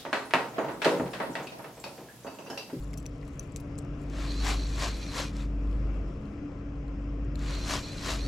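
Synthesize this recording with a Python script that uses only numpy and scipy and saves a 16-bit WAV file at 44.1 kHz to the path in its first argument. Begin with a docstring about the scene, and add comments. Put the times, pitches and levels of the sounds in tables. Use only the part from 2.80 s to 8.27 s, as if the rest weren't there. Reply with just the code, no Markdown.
"""A spinning reel is cranked in two short spells on a boat lying on calm open water.
Gear contacts ring the reel body, whirring up and down once per turn of the handle, and a sleeve
brushes the jacket. Between spells the tackle ticks and the hand shifts its grip on the rod.
Under it all: a low engine hum, soft wind rumble, the wash of the water and a very faint high whistle."""
import sys
import numpy as np
from scipy import signal
from scipy.io import wavfile

SR = 44100
rng = np.random.default_rng(int(sys.argv[2]) if len(sys.argv) > 2 else 0)


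def pcm_store(signal):
    """Save signal as 16-bit PCM."""
    levels = np.round(np.clip(np.atleast_2d(signal), -1, 1) * 32767)
    wavfile.write(sys.argv[1], SR, levels.astype(np.int16).T)


N = 241260
T = np.arange(N) / SR

# Spells of cranking. Each row: start, stop in seconds.
SPELLS = [(1.49, 2.5), (4.685, 5.6)]
# Sleeve strokes: a firm brush each turn, a lighter slide on reaching or letting go. Each row: centre and
# half length in seconds, shape exponent, body and hiss in dB, pitch of the hollow under the arm in Hz.
STROKES = [(1.431, 0.091, 1.7, -45.5, -54.5, 649), (1.693, .05, 1.53, -34.5, -40.5, 775),
           (2.037, 0.053, 1.5, -37, -43, 655), (2.393, 0.057, 1.8, -37.5, -43.5, 504),
           (2.54, 0.049, 2.0, -58, -69, 520), (2.6, 0.059, 2.5, -52.5, -61, 520),
           (4.707, 0.11, 3.17, -47, -56.5, 600), (4.928, .06, 1.8, -36.5, -40.5, 635),
           (5.3, 0.068, 2, -38, -43, 633.4)]
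# Broad resonances of scuffed tackle. Each row: centre in Hz, width in Hz, gain in dB.
SCUFF_MODES = [(2550, 320, -17), (4400, 2100, -9.5), (5700, 3100, -7.5), (7200, 420, 2.5),
               (9260, 1800, -13), (12000, 2100, -15)]
# Narrow modes of a metal fitting. Each row: centre in Hz, width in Hz, gain in dB.
CLINK_MODES = [(2660, 73, -5.5), (6000, 47, 3), (6300, 70, -6), (7610, 81, -0.5), (9950, 69, 4),
               (13900, 90, -2), (15800, 250, -12)]


def from_db(db):
    """Decibels to gain."""
    return np.exp(np.asarray(db) * np.log(10) / 20)


def unit_rms(x):
    """Scale to unit power."""
    return x / np.sqrt(np.mean(x ** 2) + 1e-20)


def in_time(rows):
    """Interpolate rows of (seconds, values..) to every sample; one curve per value column."""
    times_s, *columns = np.transpose(rows)
    return [np.interp(T, times_s, column) for column in columns]


def at_hz(points, hz):
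    """Read (Hz, value) points on a log-frequency axis."""
    points_hz, values = np.transpose(points)
    return np.interp(np.log(hz), np.log(points_hz), values)


def drift(rate_hz):
    """Smooth random wander of unit RMS."""
    hop, settle = 40, 2000
    pole = np.exp(-2 * np.pi * rate_hz * hop / SR)
    white = rng.standard_normal(N // hop + settle + 2)
    slow = signal.lfilter([1], [1, -2 * pole, pole ** 2], white)[settle:]
    return np.interp(np.arange(N) / hop, np.arange(len(slow)), unit_rms(slow))


def resonate(x, hz, width_hz):
    """Two-pole resonance, unity peak gain."""
    radius = np.exp(-np.pi * width_hz / SR)
    feedback = [1, -2 * radius * np.cos(2 * np.pi * hz / SR), radius ** 2]
    return signal.lfilter(np.array([1, 0, -1]) * (1 - radius ** 2) / 2, feedback, x + 1e-18)


def steep(x, hz, width_hz):
    """Two equal resonances in series, for steep skirts."""
    return resonate(resonate(x, hz, width_hz), hz, width_hz)


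def ring_modes(x, modes, polarity=1):
    """Parallel resonances from rows of (Hz, width Hz, dB); polarity -1 alternates their signs."""
    return sum(polarity ** k * from_db(db) * resonate(x, hz, width_hz)
               for k, (hz, width_hz, db) in enumerate(modes))


def pan(left_db):
    """Stereo gains, left over right by left_db."""
    return from_db(np.array([[1], [-1]]) * left_db / 2)


def swell(centre_s, half_s, shape):
    """Envelope of one movement, peak 1; shape 1 is pointed, 2 round, higher flat-topped."""
    return np.exp(-np.minimum(np.abs((T - centre_s) / half_s) ** shape, 20))


def cranking(start_s, stop_s, ramp_s=0.05):
    """1 while the handle turns, 0 at rest, ramped at each end."""
    return np.clip(np.minimum(T - start_s, stop_s - T) / ramp_s + .5, 0, 1)


def tone(hz, waver_hz, waver_db):
    """Slightly unsteady sine of unit power."""
    cycles = np.cumsum(hz + waver_hz * drift(3.32)) / SR + rng.random()
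    return unit_rms(np.sin(2 * np.pi * cycles) * from_db(waver_db * drift(2.74)))


def noise_bands(colour, balance, likeness, flicker_db, flicker_hz):
    """Flickering stereo noise in quarter octaves, total power 1, as a list of (Hz, band)."""
    edges_hz = 7900 * 2 ** (np.arange(-36, 5) / 4)
    edges_hz = edges_hz[(edges_hz > colour[0][0] / 1.1) & (edges_hz < colour[-1][0] * 1.2)]
    white = rng.standard_normal((2, 2, N))
    bands = []
    for k, (low_hz, high_hz) in enumerate(zip(edges_hz, edges_hz[1:])):
        bandpass = signal.butter(3, [low_hz, high_hz], "band", fs=SR, output="sos")
        mid, side = signal.sosfilt(bandpass, white[k % 2])
        hz = np.sqrt(low_hz * high_hz)
        alike = np.clip(at_hz(likeness, hz), -.9, .999)
        stereo = np.sqrt(1 + alike) * mid + np.sqrt(1 - alike) * side * np.array([[0.9], [-1.33]])
        gain = from_db(at_hz(colour, hz) + flicker_db * drift(flicker_hz))
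        bands.append((hz, stereo * gain * pan(at_hz(balance, hz))))
    total_rms = np.sqrt(sum(np.mean(band ** 2) for hz, band in bands))
    return [(hz, band / total_rms) for hz, band in bands]


def diffuse_noise(colour, flicker_db, flicker_hz):
    """Coloured open-air noise of unit power."""
    # Each row: frequency in Hz, leftward bias in dB.
    balance = [(60, 0.55), (92, 0.5), (140, 1.0), (210, 1.6), (330, 3), (500, 6.5), (770, 10), (1170, 7.4),
               (1790, 6.0), (2740, 14), (4190, 3.7), (6410, 4.3), (9810, 3.7), (15000, 1.3)]
    # Each row: frequency in Hz, left-right likeness (1 = alike).
    likeness = [(25, .99), (50, 0.99), (300, 0.99), (600, 0.9), (850, 0.36), (1400, 0.87), (2000, 0.1),
                (2450, 0.35), (2900, 0.1), (3700, 0.72), (6000, 0.43), (12000, 0.12)]
    return sum(band for hz, band in noise_bands(colour, balance, likeness, flicker_db, flicker_hz))


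def whistle(hz=5370, width_hz=330, level_db=-82, waver_db=3.0):
    """Very faint, airy whistle: narrow-band noise that comes and goes."""
    gain = from_db(level_db + waver_db * drift(4.0))
    return gain * unit_rms(steep(rng.standard_normal(N), hz, width_hz)) * pan(left_db=1.0)


def wind_and_water(wind_trim_db=3.5, wash_db=-47.5, wash_follows=0.6):
    """Wind rumbles on the microphone; water washes round the hull, a little more in the gusts."""
    # Each row: time in seconds, rumble level in dB.
    gusts = [(0.0, -50), (0.7, -46.5), (1.1, -43.5), (1.75, -42.5), (2.6, -46), (3.05, -41), (3.6, -45.5),
             (4.9, -43.5), (5.47, -43.5)]
    # Spectra. Each row: frequency in Hz, relative density in dB.
    wind_colour = [(12, -30), (20, 0), (34, 2), (54, 8), (100, 2), (140, 1.5), (236, -7.5), (285, -2),
                   (348, -10.5), (400, -18), (520, -52), (880, -120)]
    wash_colour = [(150, 3.5), (300, -2), (450, 0.5), (620, -4), (850, -15), (1150, -8.5), (1500, -16),
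                   (1950, -18.5), (2500, -19.5), (3200, -28), (3900, -37.5), (5400, -30), (7500, -38.5),
                   (9000, -53), (12500, -67)]
    gust_db, = in_time(gusts)
    wind = diffuse_noise(wind_colour, flicker_db=1.5, flicker_hz=18)
    wash = diffuse_noise(wash_colour, flicker_db=1.37, flicker_hz=7.8)
    surge_db = wash_follows * (gust_db - gust_db.mean())
    return wind * from_db(gust_db + wind_trim_db) + wash * from_db(wash_db + surge_db)


def engine_hum(throb_hz=50.6, low_line_hz=144.5, high_line_hz=207.8):
    """Engine drone: a deep throb that swells and sinks, a higher note, weak wavering lines between."""
    # Throb and two lines that come and go. Each row: time in seconds, level in dB.
    throb_curve = [(0.0, -35.5), (0.15, -37.5), (0.45, -47), (1.15, -45), (1.3, -35), (1.7, -28),
                   (2.1, -32.5), (2.3, -40), (2.75, -30), (3.18, -30.0), (3.33, -39.5), (3.55, -63),
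                   (3.85, -40.5), (4.45, -31.5), (4.9, -35), (5.07, -53), (5.35, -33.5), (5.47, -29.5)]
    low_line_curve = [(0.0, -49.5), (0.8, -45.5), (1.6, -45.5), (2.05, -58.5), (2.4, -45), (3.3, -57.5),
                      (4.4, -46), (5.47, -56.5)]
    high_line_curve = [(0.0, -64.5), (1.3, -54), (1.9, -67), (2.55, -48), (3.25, -57), (3.48, -44),
                       (3.68, -59.5), (5.47, -53.5)]
    # Each row: time in seconds, pitch in Hz, level in dB.
    note_curve = [(0.0, 288.0, -48), (0.52, 286.8, -49.5), (0.55, 279.2, -64), (0.7, 287.5, -47),
                  (1.95, 287.2, -42), (1.98, 288, -54), (2.06, 285, -46.5), (2.12, 286.8, -72),
                  (2.15, 287.7, -49), (2.45, 287.5, -44), (3.53, 287.2, -46.5), (3.66, 290.6, -36),
                  (3.72, 285.6, -44), (4.63, 289, -43.5), (5.18, 287.8, -47), (5.41, 288.3, -40),
                  (5.44, 287, -53), (5.47, 280, -38)]
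    # Each row: frequency in Hz, level in dB.
    steady_lines = [(101, -53.5), (126.7, -52), (177, -56), (269, -57.5)]
    throb_db, = in_time(throb_curve)
    low_db, = in_time(low_line_curve)
    high_db, = in_time(high_line_curve)
    note_hz, note_db = in_time(note_curve)
    throb = from_db(throb_db - 0.24) * tone(throb_hz, waver_hz=0.65, waver_db=-0.5)
    note = from_db(note_db - 0.4) * tone(note_hz, waver_hz=0.77, waver_db=1.2)
    lines = sum(from_db(db) * tone(hz, waver_hz=0.853, waver_db=1.5)
                for hz, db in [(low_line_hz, low_db), (high_line_hz, high_db + 1.0), *steady_lines])
    return throb * pan(left_db=0.7) + note * pan(left_db=1.5) + lines * pan(left_db=1.0)


def handling(rest_db=-92.5, busy_db=-63, max_catches_per_s=1100, spread_db=9.5,
             metal_db=-16, crackle_db=-3.0):
    """Clothes rustle faintly; the busier the hand, the more tiny catches it makes on the tackle."""
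    # Each row: centre in seconds, half length in seconds, level in dB.
    grip_shifts = [(0.004, 0.13, -64.5), (0.604, 0.34, -68), (1.23, 0.033, -68), (2.69, 0.063, -74),
                   (2.908, 0.1, -73), (3.147, .13, -75), (3.455, 0.17, -74)]
    # Each row: frequency in Hz, relative density in dB.
    rustle_colour = [(1500, -17), (3000, 3), (4400, 4.5), (5600, 0.5), (6600, 1.5), (7500, -0.5),
                     (8800, -5), (12500, -13.5), (14500, -23)]
    motion = from_db(rest_db) + sum(from_db(db) * swell(centre_s, half_s, shape=0.83)
                                    for centre_s, half_s, db in grip_shifts)
    cloth = diffuse_noise(rustle_colour, flicker_db=3.5, flicker_hz=42) * from_db(2.4 * drift(120))
    busy = np.minimum(motion / from_db(busy_db), 1)
    caught = rng.random(N) < busy * max_catches_per_s / SR
    catches = caught * from_db(spread_db * np.clip(rng.standard_normal((2, N)), -2, 2))
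    scuffs = ring_modes(catches, SCUFF_MODES, polarity=-1)
    clinks = from_db(metal_db) * ring_modes(catches, CLINK_MODES)
    crackle = unit_rms(np.diff(scuffs + clinks, prepend=0))  # small contacts are crisper than ticks
    return motion * (cloth + from_db(crackle_db) * busy * crackle * pan(left_db=7.5))


def tackle_ticks(clink_boost_db=17.0, tail_db=-32, tail_t60_s=0.2, stereo_spread=0.36):
    """Short scuffs of line and fittings; some set metal ringing, all leave a faint tail off the deck."""
    # Each row: start in seconds, level in dB, main resonance's centre and width in Hz,
    # its gain in dB, 60 dB decay time in seconds, relative clink in dB.
    ticks = [(0.043, -51, 5900, 400, -3, 0.02, -18), (0.132, -40, 2040, 300, 18, 0.035, -13),
             (0.139, -42, 5330, 500, 14, 0.015, -28), (0.174, -39, 5750, 120, 13, 0.053, -4),
             (0.2, -49, 7700, 400, 10, 0.046, -20), (0.228, -48, 5800, 400, 2, .012, -20),
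             (0.2566, -44, 2560, 200, 23, .008, -19), (0.2625, -33, 5800, 200, 11, 0.016, -18),
             (0.427, -47.5, 1960, 200, 32, 0.059, -41), (0.477, -51, 7770, 400, 2, 0.053, -13),
             (0.5947, -28.5, 6050, 130, 25, 0.0065, -7), (0.721, -50, 7850, 300, 19, .01, -20),
             (0.7618, -25.5, 7300, 1500, -9, 0.0027, -23), (0.767, -39, 7800, 400, 1, .025, -24),
             (0.8, -48.5, 5400, 400, 3, 0.032, -7), (0.9547, -52, 4870, 400, 25, .012, -30),
             (0.9811, -36, 7160, 700, 17, .004, -13), (0.986, -36, 7900, 900, 12, 0.023, -22),
             (1.022, -57, 7900, 300, 15, .008, -22), (1.048, -57, 6000, 600, 0, .025, -18),
             (1.2994, -47, 6290, 600, 12, .006, -25), (2.567, -37.5, 4970, 1503, 15, 0.0061, -31),
             (2.873, -52, 3300, 500, 16, .006, -30), (2.913, -52, 5250, 400, 15, .008, -36),
             (2.928, -49, 3130, 400, 21, .008, -32), (3.455, -54, 4200, 900, 22, .012, -30),
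             (3.7184, -56, 4200, 700, 16, .005, -26), (3.789, -59, 4300, 250, 22, .006, -32),
             (3.957, -63.5, 4100, 500, 17, .004, -33), (4.081, -51.5, 4200, 400, 16, 0.0054, -30),
             (4.449, -59, 6960, 600, 2, 0.0042, -25), (4.556, -40, 4240, 350, 10, 0.0093, -31),
             (4.592, -45, 6200, 900, 13, 0.013, -28)]
    out = np.zeros((2, N))
    t = T[:SR // 4]
    soften = signal.butter(2, [1700, 11500], "band", fs=SR, output="sos")
    for start_s, level_db, hz, width_hz, main_db, t60_s, clink_db in ticks:
        mid, side = rng.standard_normal((2, len(t)))
        envelope = from_db(-60 * t / t60_s) + from_db(tail_db - 60 * t / tail_t60_s)
        scuff = (mid + stereo_spread * side * np.array([[1], [-1]])) * envelope
        knock = ring_modes(scuff, [(hz, width_hz, main_db), *SCUFF_MODES])
        clink = from_db(clink_db + clink_boost_db) * ring_modes(scuff, CLINK_MODES)
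        tick = signal.sosfilt(soften, knock) + clink
        peak = np.abs(tick.mean(axis=0)).max()
        start = int(start_s * SR)
        out[:, start:start + len(t)] += tick / peak * from_db(level_db)
    return out * pan(left_db=5.5)


def arm_hollow(level_db=-39.5, upper_hz=1040, upper_db=1.0, firm_db=-35, growth=1.6):
    """Two resonances of the hollow between arm and chest; the lower changes with the arm's place."""
    out = 0
    for centre_s, half_s, shape, body_db, _, lower_hz in STROKES:
        white = rng.standard_normal(N)
        lower = unit_rms(steep(white, lower_hz, width_hz=210))
        upper = unit_rms(steep(white, upper_hz, width_hz=380)) * from_db(upper_db)
        gain = from_db(level_db + growth * (body_db - firm_db))
        out = out + (lower + upper) * gain * swell(centre_s, half_s, shape)
    return out * pan(left_db=5.5)


def sleeve_levels(touch_body_db=-53, touch_hiss_db=-56.5):
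    """Body and hiss curves in dB: a light touch while cranking, power-summed with the strokes."""
    moves = [(swell(centre_s, half_s, shape), (body_db, hiss_db))
             for centre_s, half_s, shape, body_db, hiss_db, _ in STROKES]
    moves += [(cranking(*spell), (touch_body_db, touch_hiss_db)) for spell in SPELLS]
    power = sum(np.outer(from_db(levels_db), envelope) ** 2 for envelope, levels_db in moves)
    return 10 * np.log10(power + 1e-18)


def sleeve(body_hz=1300, hiss_hz=6000, body_trim_db=3.0, hiss_trim_db=8.5, grain_db=1.37, grain_hz=220):
    """Cloth slides on cloth in tiny catches; a firm stroke also rings the hollow under the arm."""
    # Each row: frequency in Hz, relative density in dB.
    rub_colour = [(180, -15), (300, -9), (400, -6), (620, -9.5), (850, -6), (1150, -6), (1450, -5),
                  (3100, -7), (3600, -6.5), (4300, -7.5), (6040, -11.5), (7500, -12.5), (8400, -20),
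                  (12100, -25), (14500, -53)]
    # Each row: frequency in Hz, leftward bias in dB.
    balance = [(60, 0.5), (110, 0.5), (200, 19), (380, 3.5), (700, -1), (1290, 2.5), (2380, 2.5),
               (4400, 1.5), (8120, 5), (15000, -1)]
    # Each row: frequency in Hz, left-right likeness (clipped just under 1 in use).
    likeness = [(280, 18), (550, 0.5), (1200, 1), (2500, 0.65), (4500, 0.96), (8000, 1), (13000, 0.5)]
    body_db, hiss_db = sleeve_levels()
    out = arm_hollow()
    for hz, band in noise_bands(rub_colour, balance, likeness, flicker_db=1.5, flicker_hz=32):
        hiss_share = at_hz([(body_hz, 0), (hiss_hz, 1)], hz)
        band_db = (1 - hiss_share) * (body_db + body_trim_db) + hiss_share * (hiss_db + hiss_trim_db)
        out = out + band * from_db(band_db)
    return out * from_db(grain_db * drift(grain_hz))


def reel(level_db=-49, contacts_per_tooth=6, tooth_depth=0.41, jitter=0.011, uneven_db=2.0,
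         bite_db=2.4, grit=0.3, stereo_spread=0.35):
    """Gear contacts ring the reel body; their overtones glide through its modes with crank speed."""
    # One list per spell; the crank speeds up under load, coasts, and slows at each brush.
    # Each row: time in seconds, gear contacts per second, the hand's push in dB.
    crank = [
        [(1.488, 390, 13), (1.503, 450, 7), (1.521, 505, 5), (1.536, 487, -1.5), (1.568, 496, 7.5),
         (1.597, 522, -1), (1.612, 556, 1), (1.635, 573, 0), (1.7, 400, -15), (1.765, 400, -1), (1.79, 437, 2),
         (1.805, 466, -1), (1.818, 483, 9), (1.836, 511, -3), (1.856, 560, 0), (1.877, 562, -5), (1.9, 513, -3),
         (1.932, 480, -8), (1.955, 500, -1), (2.04, 390, -13), (2.1, 418, 2), (2.122, 447, -2),
         (2.146, 496, -1), (2.17, 479, 0), (2.205, 514, -12), (2.237, 482, -2), (2.263, 478, -9),
         (2.298, 455, 4.5), (2.33, 447, -5.5), (2.38, 455, 0), (2.483, 400, -13)],
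        [(4.685, 402, 4), (4.712, 420, -9), (4.738, 422, 6.5), (4.768, 460, 4), (4.79, 487, 2),
         (4.806, 516, -6), (4.838, 519, 4.5), (4.862, 515, -2), (4.898, 528, 3), (4.95, 440, -8),
         (5.01, 395, -10), (5.036, 403, 0), (5.057, 448, 2), (5.085, 490, -1), (5.133, 520, 1),
         (5.153, 480, -9), (5.185, 445, 0), (5.208, 438, -6), (5.32, 450, 0), (5.39, 488, -5), (5.425, 526, 2),
         (5.47, 570, -1.5)],
    ]
    # Each row: centre in Hz, width in Hz, gain in dB, dB gained per dB of push.
    body_modes = [(2420, 330, -6.5, -0.23), (3470, 260, -11, 0.6), (4070, 330, 2.5, 0.93),
                  (4436, 380, -2, 0.94), (5690, 260, -5.5, 0.1), (6250, 560, -12, 0.2)]
    contact_hz, push_db = in_time([row for spell in crank for row in spell])
    phase = np.cumsum(contact_hz * (1 + jitter * drift(45))) / SR  # counts contacts
    offset_samples = np.abs(phase - np.round(phase)) * SR / contact_hz
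    contacts = np.maximum(1 - offset_samples, 0) * from_db(uneven_db * drift(160))
    tooth_pulse = 1 + tooth_depth * np.cos(2 * np.pi * phase / contacts_per_tooth)
    drive = (unit_rms(contacts) + grit * rng.standard_normal(N)) * tooth_pulse
    drive = drive + stereo_spread * rng.standard_normal(N) * np.array([[1], [-1]])
    drive = drive * from_db(bite_db * drift(41))  # uneven bite breaks the whine into chirps
    ring = sum((-1) ** k * from_db(db + follows * push_db) * steep(drive, hz, width_hz)
               for k, (hz, width_hz, db, follows) in enumerate(body_modes))
    turning = sum(cranking(*spell) for spell in SPELLS)
    whirr = unit_rms(ring * turning) * np.sqrt(turning.mean())  # about unit power while turning
    return whirr * from_db(level_db) * pan(left_db=-3.0)


def scene():
    """All sources, close and in the open air."""
    return sleeve() + reel() + tackle_ticks() + handling() + engine_hum() + wind_and_water() + whistle()


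def record(dry):
    """Steep low-pass at 15.7 kHz."""
    return signal.sosfilt(signal.ellip(10, .1, 80, 15700, fs=SR, output="sos"), dry)


dry = scene()
out = record(dry)
pcm_store(out)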